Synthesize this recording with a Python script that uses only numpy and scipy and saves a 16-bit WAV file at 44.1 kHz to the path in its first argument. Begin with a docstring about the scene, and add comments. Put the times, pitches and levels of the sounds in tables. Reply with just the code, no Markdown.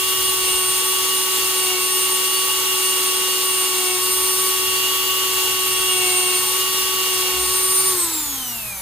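"""Rotary tool polishing metal

A hand-held rotary tool runs at full speed in a small room; a felt tip is pressed on a small metal piece in strokes.
Shaft, armature slots and commutator sing as cosines at multiples of the turning rate, which sags under load.
Fan hiss and room air are coloured noise in stereo. After the switch the tool coasts down and the brushes tick.
"""
import sys
import numpy as np
from scipy import signal
from scipy.fft import rfft, irfft, next_fast_len
from scipy.io import wavfile

SR = 44100
rng = np.random.default_rng(int(sys.argv[2]) if len(sys.argv) > 2 else 0)


def materialize(psi):
    """Save the field psi as 16-bit PCM at rate SR to the path in sys.argv[1].

    A 1-D psi becomes a single channel; in a 2-D psi each row is a channel.
    """
    bounded = np.clip(np.atleast_2d(psi).T, -1, 1)
    quanta = np.round(bounded * 32767).astype(np.int16)
    wavfile.write(sys.argv[1], SR, quanta)


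N = 388521

# Room air, rumble, mains hum: freq_hz, relative_db_per_hz
ROOM_AIR = [(250, -20), (480, -8), (640, -12), (950, 0), (1400, -4), (2200, -7), (3000, -20), (6000, -30)]
RUMBLE = [(8, -13), (25, 0), (40, -7), (85, -1), (170, -6.5), (400, -29.5), (900, -69)]
MAINS_HUM = [(40, -48.5), (56, -16.5), (61, -0.5), (66, -12), (85, -50)]
# Low background: time_s, hum_db, hum_octave_db, rumble_db
LOW_LEVELS = [(0, -55, -58, -50), (0.5, -52, -56, -48), (0.9, -60, -58, -53), (2, -64, -61, -55),
              (3.8, -67, -65, -57), (4.3, -58, -59, -52), (5.5, -54, -56, -51), (6.35, -62, -56, -52),
              (6.65, -48, -54, -51), (6.95, -62, -55, -54), (7.4, -40, -50, -54), (7.85, -57, -50, -52),
              (8.1, -49, -51, -51), (8.81, -49, -49, -53)]
ROOM_AIR_DB = -43.5

# Stereo noise: freq_hz, likeness_0_to_1 / left_lead_rad / left_minus_right_db
LIKENESS = [(60, 1), (450, 0.99), (1500, 0.73), (2000, 0.28), (2800, 0.56), (3400, 1), (4400, 0.42),
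            (5000, 0.34), (6300, 0.22), (6900, 0.46), (8200, 0.66), (9100, 1), (16000, 1)]
LEFT_LEAD = [(10, 0), (130, -.3), (1200, -.3), (1700, 0), (2400, -1.5), (3300, -.6), (4100, .3),
             (4800, -2.8), (6100, -3.2), (6600, -7), (8400, -2 * np.pi), (16000, -2 * np.pi)]
TILT = [(30, .3), (130, 2.5), (390, 3.5), (1200, 2), (1600, 0), (2200, 4), (2800, -1), (6000, 0),
        (6600, -2), (7500, 0), (16000, 0)]

# Fan hiss and air jet: freq_hz, relative_db_per_hz
HISS = [(120, -20.5), (200, -18), (330, -9), (630, -19.5), (1000, -9), (1300, -6), (1680, -13), (2400, -6),
        (3500, -7), (5300, -4), (7500, -5), (9000, -3.5), (13000, -6.5), (15500, -4.5)]
JET = [(6000, -22), (8500, -5.5), (10200, -5.5), (11500, -6), (13000, -3.5), (15500, -14.5)]
# Housing resonances in the hiss: freq_hz, width_hz, gain_db
HOUSING = [(490.4, 91, 8.5), (860, 122, 10.5), (1535.3, 41.6, 3.5), (1864, 90, 4.5), (2174, 112, 4.5),
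           (3866, 1010, 4.5), (6920, 483, 4)]

# Tones: multiple_of_turn (rounded in use), db_over_layer, left_minus_right_db, left_lead_rad
HUM = [(1, 0.5, 3.5, -0.445)]
RUB = [(2, 1, -0.5, -0.22), (6, 0, 12, -0.31), (4, -11.5, -3.5, -0.0036)]
BEARING = [(3, 0, 4, -0.37), (5, -12.5, -2, 0.5)]
FAN = [(12, 1, -0.5, 0.4262), (4, -9, -1.5, 0.5), (6, -7, 6.5, 1.3), (13, 0, -2.5, -2.5), (15, 1, -0.5, 3),
       (16, -3.5, 3, -2.5), (17, -3.5, 1, 1.51)]
BLADE = [(12, 0, -0.5, 0.4)]
COMMUTATOR_BARS = [(24, 1.5, 0, -0.256), (25, -11.5, 0, 0), (23, -13.5, 0, 0)]
UPPER = [(31, -6.5, 0, 0), (32, 1, 0, 0), (33, -2.5, 0.0011, 0), (40, -2.5, 0.00092, 0), (41, -3, 0.001, 0),
         (48, 5, 0, 0), (51, -2.5, 0, 0), (56, 6.5, 0, 0), (64, 1.5, 0, 0), (63.3, 4.5, 0, 0),
         (72, 2, 0, 0), (80, 0.5, 0, 0)]
# Slot tone sidebands: throb_multiple, db_over_pull, left_minus_right_db, left_lead_rad
THROB = [(-3, -9.5, 0.5, -2), (-2, -2, 0, -1.9), (-1, -1, -2.5, 1), (0, -12, 6.5, -3), (1, -9.5, -3, -1.6),
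         (2, -9, 0, 1.5), (3, -7, 1.5, -0.94), (4, -13.5, 4, -2.02), (6, -14.5, 1.5, -2)]
# Brush ticks at full speed, before random spread: freq_hz, db_per_multiple
BRUSH = [(600, -52), (1100, -47), (2000, -57), (6500, -58), (9500, -46.5), (15500, -46)]

# Commutator whine and slot tone: time_s, level_db
WHINE = [(0, -30), (0.55, -25), (1.43, -29), (1.65, -24), (1.74, -34), (1.91, -24), (2.64, -30.5),
         (2.86, -25), (3.3, -29.5), (3.56, -26), (3.89, -28), (4.42, -24.5), (5.05, -37), (5.3, -35),
         (5.65, -30), (6.18, -24), (6.97, -35), (7.15, -28), (7.3, -40), (7.4, -29), (7.72, -19.5),
         (7.89, -21.5), (7.94, -29), (8.04, -21), (8.1, -37), (8.14, -29), (8.33, -34), (8.42, -42),
         (8.5, -36), (8.56, -56), (8.81, -58)]
PULL = [(0, -28.5), (0.46, -29), (0.83, -30), (3.45, -29.5), (4.07, -32), (4.38, -33), (4.71, -28),
        (6.18, -27), (6.49, -31), (7.22, -28.5), (7.52, -34), (7.9, -38.5)]
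# Layer laws: free_running_db, db_per_load, drawn_back_db, current_off_db, db_per_speed_octave
HUM_LAW = (-34, 0.45, 2, 2.5, 22)
BEARING_LAW = (-32, -0.3, 0.5, -4, 40)
FAN_LAW = (-42.5, 0.1, 3, -5, 3)
UPPER_LAW = (-38, -1, 2.5, -9, 7)
HISS_LAW = (-20.6, 0, -0.7, -0.3, 15)
JET_LAW = (-38.5, 0, 10, 9, 9)

# Felt tip on metal: touch_s, full_pressure_s, lift_start_s, load_turns_per_s (settled speed loss)
STROKES = [(0.2, 0.5, 0.64, 5), (1.1, 1.2, 1.53, 1.3), (1.49, 1.72, 1.77, 9.5), (1.8, 1.85, 2.1, 1.5),
           (2.45, 2.8, 3.4, 2.6), (3.4, 3.93, 3.96, 10.5), (4.0, 4.05, 4.75, 1.4), (5.1, 5.3, 5.75, 2.6),
           (5.72, 6.03, 6.14, 11.5), (6.14, 6.18, 6.37, 8.5), (6.9, 7.25, 7.43, 7)]
# Tool drawn back, vents towards the microphone: start_s, length_s, share
DRAWN_BACK = [(1.82, 0.15, 0.4), (4.05, 0.45, 1.05), (7.55, 0.3, 1)]

SWITCH_OFF_S, LIFT_S, TURN_S = 7.905, 0.04, 0.12
FREE_TURNS_PER_S, SPEED_LAG_S = 375.9, 0.13
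COAST_S, FRICTION_TURNS_PER_S = 2.25, 200
THROB_HZ, THROB_START_S, SLOTS = 120, 0.002117, 8
RUB_DB, RUB_FLOOR, RUB_POWER = -41, 0.1, 1.4  # layer level at load ten; share without contact
BEAT_HZ, BEAT_DB, BEAT_POWER = 28.08, -0.5, 0.9  # offset from sixth multiple; dB over RUB_DB
BLADE_DB, COAST_PATCHY_DB, BRUSH_DB_PER_OCTAVE = -46, 2.5, 4
CUTOFF_HZ = 15420
TIME_S = np.arange(N) / SR


def from_db(db):
    """Amplitude gain of a level."""
    return 10 ** (np.asarray(db) / 20)


def rms_one(x):
    """Scale to rms 1."""
    return x / np.sqrt(np.mean(x ** 2) + 1e-20)


def in_time(rows):
    """Interpolate each column to one value per sample."""
    time_s, *columns = np.transpose(rows)
    return [np.interp(TIME_S, time_s, column) for column in columns]


def at_hz(points, hz):
    """Interpolate a spectrum on a log-frequency axis."""
    freq_hz, value = np.array(points).T
    return np.interp(np.log(hz), np.log(freq_hz + 1), value)


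def drift(corner_hz):
    """Random wander of spread 1: noise through a double pole, made at SR / 40."""
    pole = np.exp(-2 * np.pi * corner_hz * 40 / SR)
    noise = rng.standard_normal(N // 40 + 2002)
    slow = signal.lfilter([1], [1, -2 * pole, pole ** 2], noise)[2000:]  # skip the settling
    return np.interp(np.arange(N) / 40, np.arange(len(slow)), rms_one(slow))


def at_ports(angle, level_db, tilt_db, lead_rad):
    """A tone at the two microphone ports, split by level and phase."""
    side = np.array([[.5], [-.5]])
    return np.sqrt(2) * from_db(level_db + tilt_db * side) * np.cos(angle + lead_rad * side)


def hiss(spectrum, resonances=()):
    """Coloured noise, partly shared by the two ports; rms 1."""
    size = next_fast_len(N)
    hz = np.fft.rfftfreq(size, 1 / SR) + 1
    level_db = at_hz(spectrum, hz)
    for center_hz, width_hz, gain_db in resonances:
        level_db = level_db + gain_db / (1 + (2 * (hz - center_hz) / width_hz) ** 2)
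    shared, own = rfft(rng.standard_normal((2, size)))
    alike = np.clip(at_hz(LIKENESS, hz), 0, 1)
    side = np.array([[1], [-1]])
    pair = np.sqrt(1 + alike) * shared + side * np.sqrt(1 - alike) * own
    pair = pair * from_db(level_db + side * at_hz(TILT, hz) / 2)
    pair = pair * np.exp(.5j * side * at_hz(LEFT_LEAD, hz))
    return rms_one(irfft(pair, size)[:, :N])


def room_background():
    """Steady room air, with rumble, mains hum and its octave at changing levels."""
    hum_db, octave_db, rumble_db = in_time(LOW_LEVELS)
    air = from_db(ROOM_AIR_DB) * hiss(ROOM_AIR)
    rumble = from_db(rumble_db) * hiss(RUMBLE)
    hum = from_db(hum_db) * hiss(MAINS_HUM)
    octave = from_db(octave_db) * hiss(np.array(MAINS_HUM) * [2, 1])
    return air + rumble + hum + octave


def fan_air(level):
    """Fan noise coloured by the housing, plus a jet that rises when drawn back."""
    fan = from_db(level(HISS_LAW) + 0.52 * drift(8)) * hiss(HISS, HOUSING)
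    jet = from_db(level(JET_LAW) + 1.04 * drift(6.4)) * hiss(JET)
    return fan + jet


def drawn_back():
    """Share of the vents' turn towards the microphone; turning away takes twice as long."""
    share = np.zeros(N)
    for start_s, length_s, size in DRAWN_BACK:
        end_s = start_s + length_s
        share += size * np.interp(TIME_S, [start_s - TURN_S, start_s, end_s, end_s + 2 * TURN_S], [0, 1, 1, 0])
    return share


def load():
    """Load of the strokes: pressure builds, holds and is lifted; overlaps add."""
    total = np.zeros(N)
    for touch_s, full_s, lift_s, size in STROKES:
        total += size * np.interp(TIME_S, [touch_s, full_s, lift_s, lift_s + LIFT_S], [0, 1, 1, 0])
    return total


def speed(pressure):
    """Turns per second: lagged sag under load, then decay towards minus the friction term."""
    pole = np.exp(-1 / (SPEED_LAG_S * SR))
    driven = FREE_TURNS_PER_S - signal.lfilter([1 - pole], [1, -pole], pressure)
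    since_off_s = np.maximum(TIME_S - SWITCH_OFF_S, 0)
    return (driven + FRICTION_TURNS_PER_S) * np.exp(-since_off_s / COAST_S) - FRICTION_TURNS_PER_S


def below_limit(tone_hz):
    """Gain fading linearly to zero from 16 to 17 kHz."""
    return np.clip((17000 - tone_hz) / 1000, 0, 1)


def tones(table, turn_rad, per_s, layer_db, waver_db, waver_hz):
    """Multiples of the turning rate, each wavering in level on its own."""
    out = 0
    for multiple, db, tilt_db, lead_rad in table:
        multiple = np.round(multiple)
        level_db = layer_db + db + waver_db * drift(waver_hz)
        angle = multiple * turn_rad + rng.uniform(0, 2 * np.pi)
        out = out + below_limit(multiple * per_s) * at_ports(angle, level_db, tilt_db, lead_rad)
    return out


def brushes(turn_rad, per_s, octaves):
    """Brush ticks without current: many patchy multiples of the turn, the same in both channels."""
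    out, start = np.zeros(N), int(SWITCH_OFF_S * SR)
    for multiple in range(3, 84):
        level_db = at_hz(BRUSH, multiple * per_s) + BRUSH_DB_PER_OCTAVE * octaves
        level_db = level_db + 3.5 * rng.standard_normal() + 5 * drift(4)
        tone = np.cos(multiple * turn_rad + rng.uniform(0, 2 * np.pi))
        out[start:] += (below_limit(multiple * per_s) * from_db(level_db) * tone)[start:]
    return out * np.clip(-octaves / 0.1, 0, 1)


def tip_rub(turn_rad, per_s, pressure, off):
    """Felt on metal: multiples growing with load, and a line above the sixth that beats with it."""
    contact = RUB_FLOOR * (1 - off) + (pressure / 10) ** RUB_POWER
    rub = contact * tones(RUB, turn_rad, per_s, RUB_DB, 1.9, 13)
    beat_angle = 6 * turn_rad + 2 * np.pi * BEAT_HZ * TIME_S
    beat = (pressure / 10) ** BEAT_POWER * at_ports(beat_angle, RUB_DB + BEAT_DB, 5, -.3)
    return rub + beat


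def slots(turn_rad):
    """Armature slot tone throbbing at twice the mains rate, as sidebands; stops with the current."""
    pull_db = in_time(PULL)[0]
    throb_rad = 2 * np.pi * THROB_HZ * (TIME_S - THROB_START_S)
    out = 0
    for multiple, db, tilt_db, lead_rad in THROB:
        angle = SLOTS * turn_rad + np.round(multiple) * throb_rad
        out = out + at_ports(angle, pull_db + db + 2.35 * drift(12.3), tilt_db, lead_rad)
    return out * np.clip((SWITCH_OFF_S - TIME_S) / 0.0134, 0, 1)


def rotor(turn_rad, per_s, level, off):
    """Shaft, bearing, fan, commutator and upper tones locked to the turn; patchier when coasting."""
    patchy_db = COAST_PATCHY_DB * off
    hum = tones(HUM, turn_rad, per_s, level(HUM_LAW), 0.8 + patchy_db / 2, 27.3)
    bearing = tones(BEARING, turn_rad, per_s, level(BEARING_LAW), 1.606 + patchy_db, 30)
    fan = tones(FAN, turn_rad, per_s, level(FAN_LAW), 3.2, 6)
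    blade = off * tones(BLADE, turn_rad, per_s, BLADE_DB, 5, 9)  # stands out without current
    whine = tones(COMMUTATOR_BARS, turn_rad, per_s, in_time(WHINE)[0], 1.86, 17.3)
    upper = tones(UPPER, turn_rad, per_s, level(UPPER_LAW), 3.32 + patchy_db, 10.2)
    return hum + bearing + fan + blade + whine + upper


def scene():
    """Room, air and motor tones driven by one load and one speed."""
    pressure, back = load(), drawn_back()
    per_s = speed(pressure)
    octaves = np.log2(per_s / FREE_TURNS_PER_S) * (TIME_S > SWITCH_OFF_S)  # coasting only
    off = np.clip(-octaves / 0.05, 0, 1)

    def level(law):
        """Layer dB from load, aim and coasting."""
        free_db, per_load, back_db, off_db, per_octave = law
        return free_db + per_load * pressure + back_db * back + off_db * off + per_octave * octaves

    per_s = per_s * (1 + 0.000498 * drift(25.6))  # speed trembles
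    turn_rad = 2 * np.pi * np.cumsum(per_s) / SR
    background = room_background() + fan_air(level)
    contact = brushes(turn_rad, per_s, octaves) + tip_rub(turn_rad, per_s, pressure, off)
    return background + contact + slots(turn_rad) + rotor(turn_rad, per_s, level, off)


def record(dry):
    """Steep elliptic low-pass cuts the top."""
    return signal.sosfilt(signal.ellip(14, .3, 90, CUTOFF_HZ, fs=SR, output="sos"), dry)


dry = scene()
out = record(dry)
materialize(out)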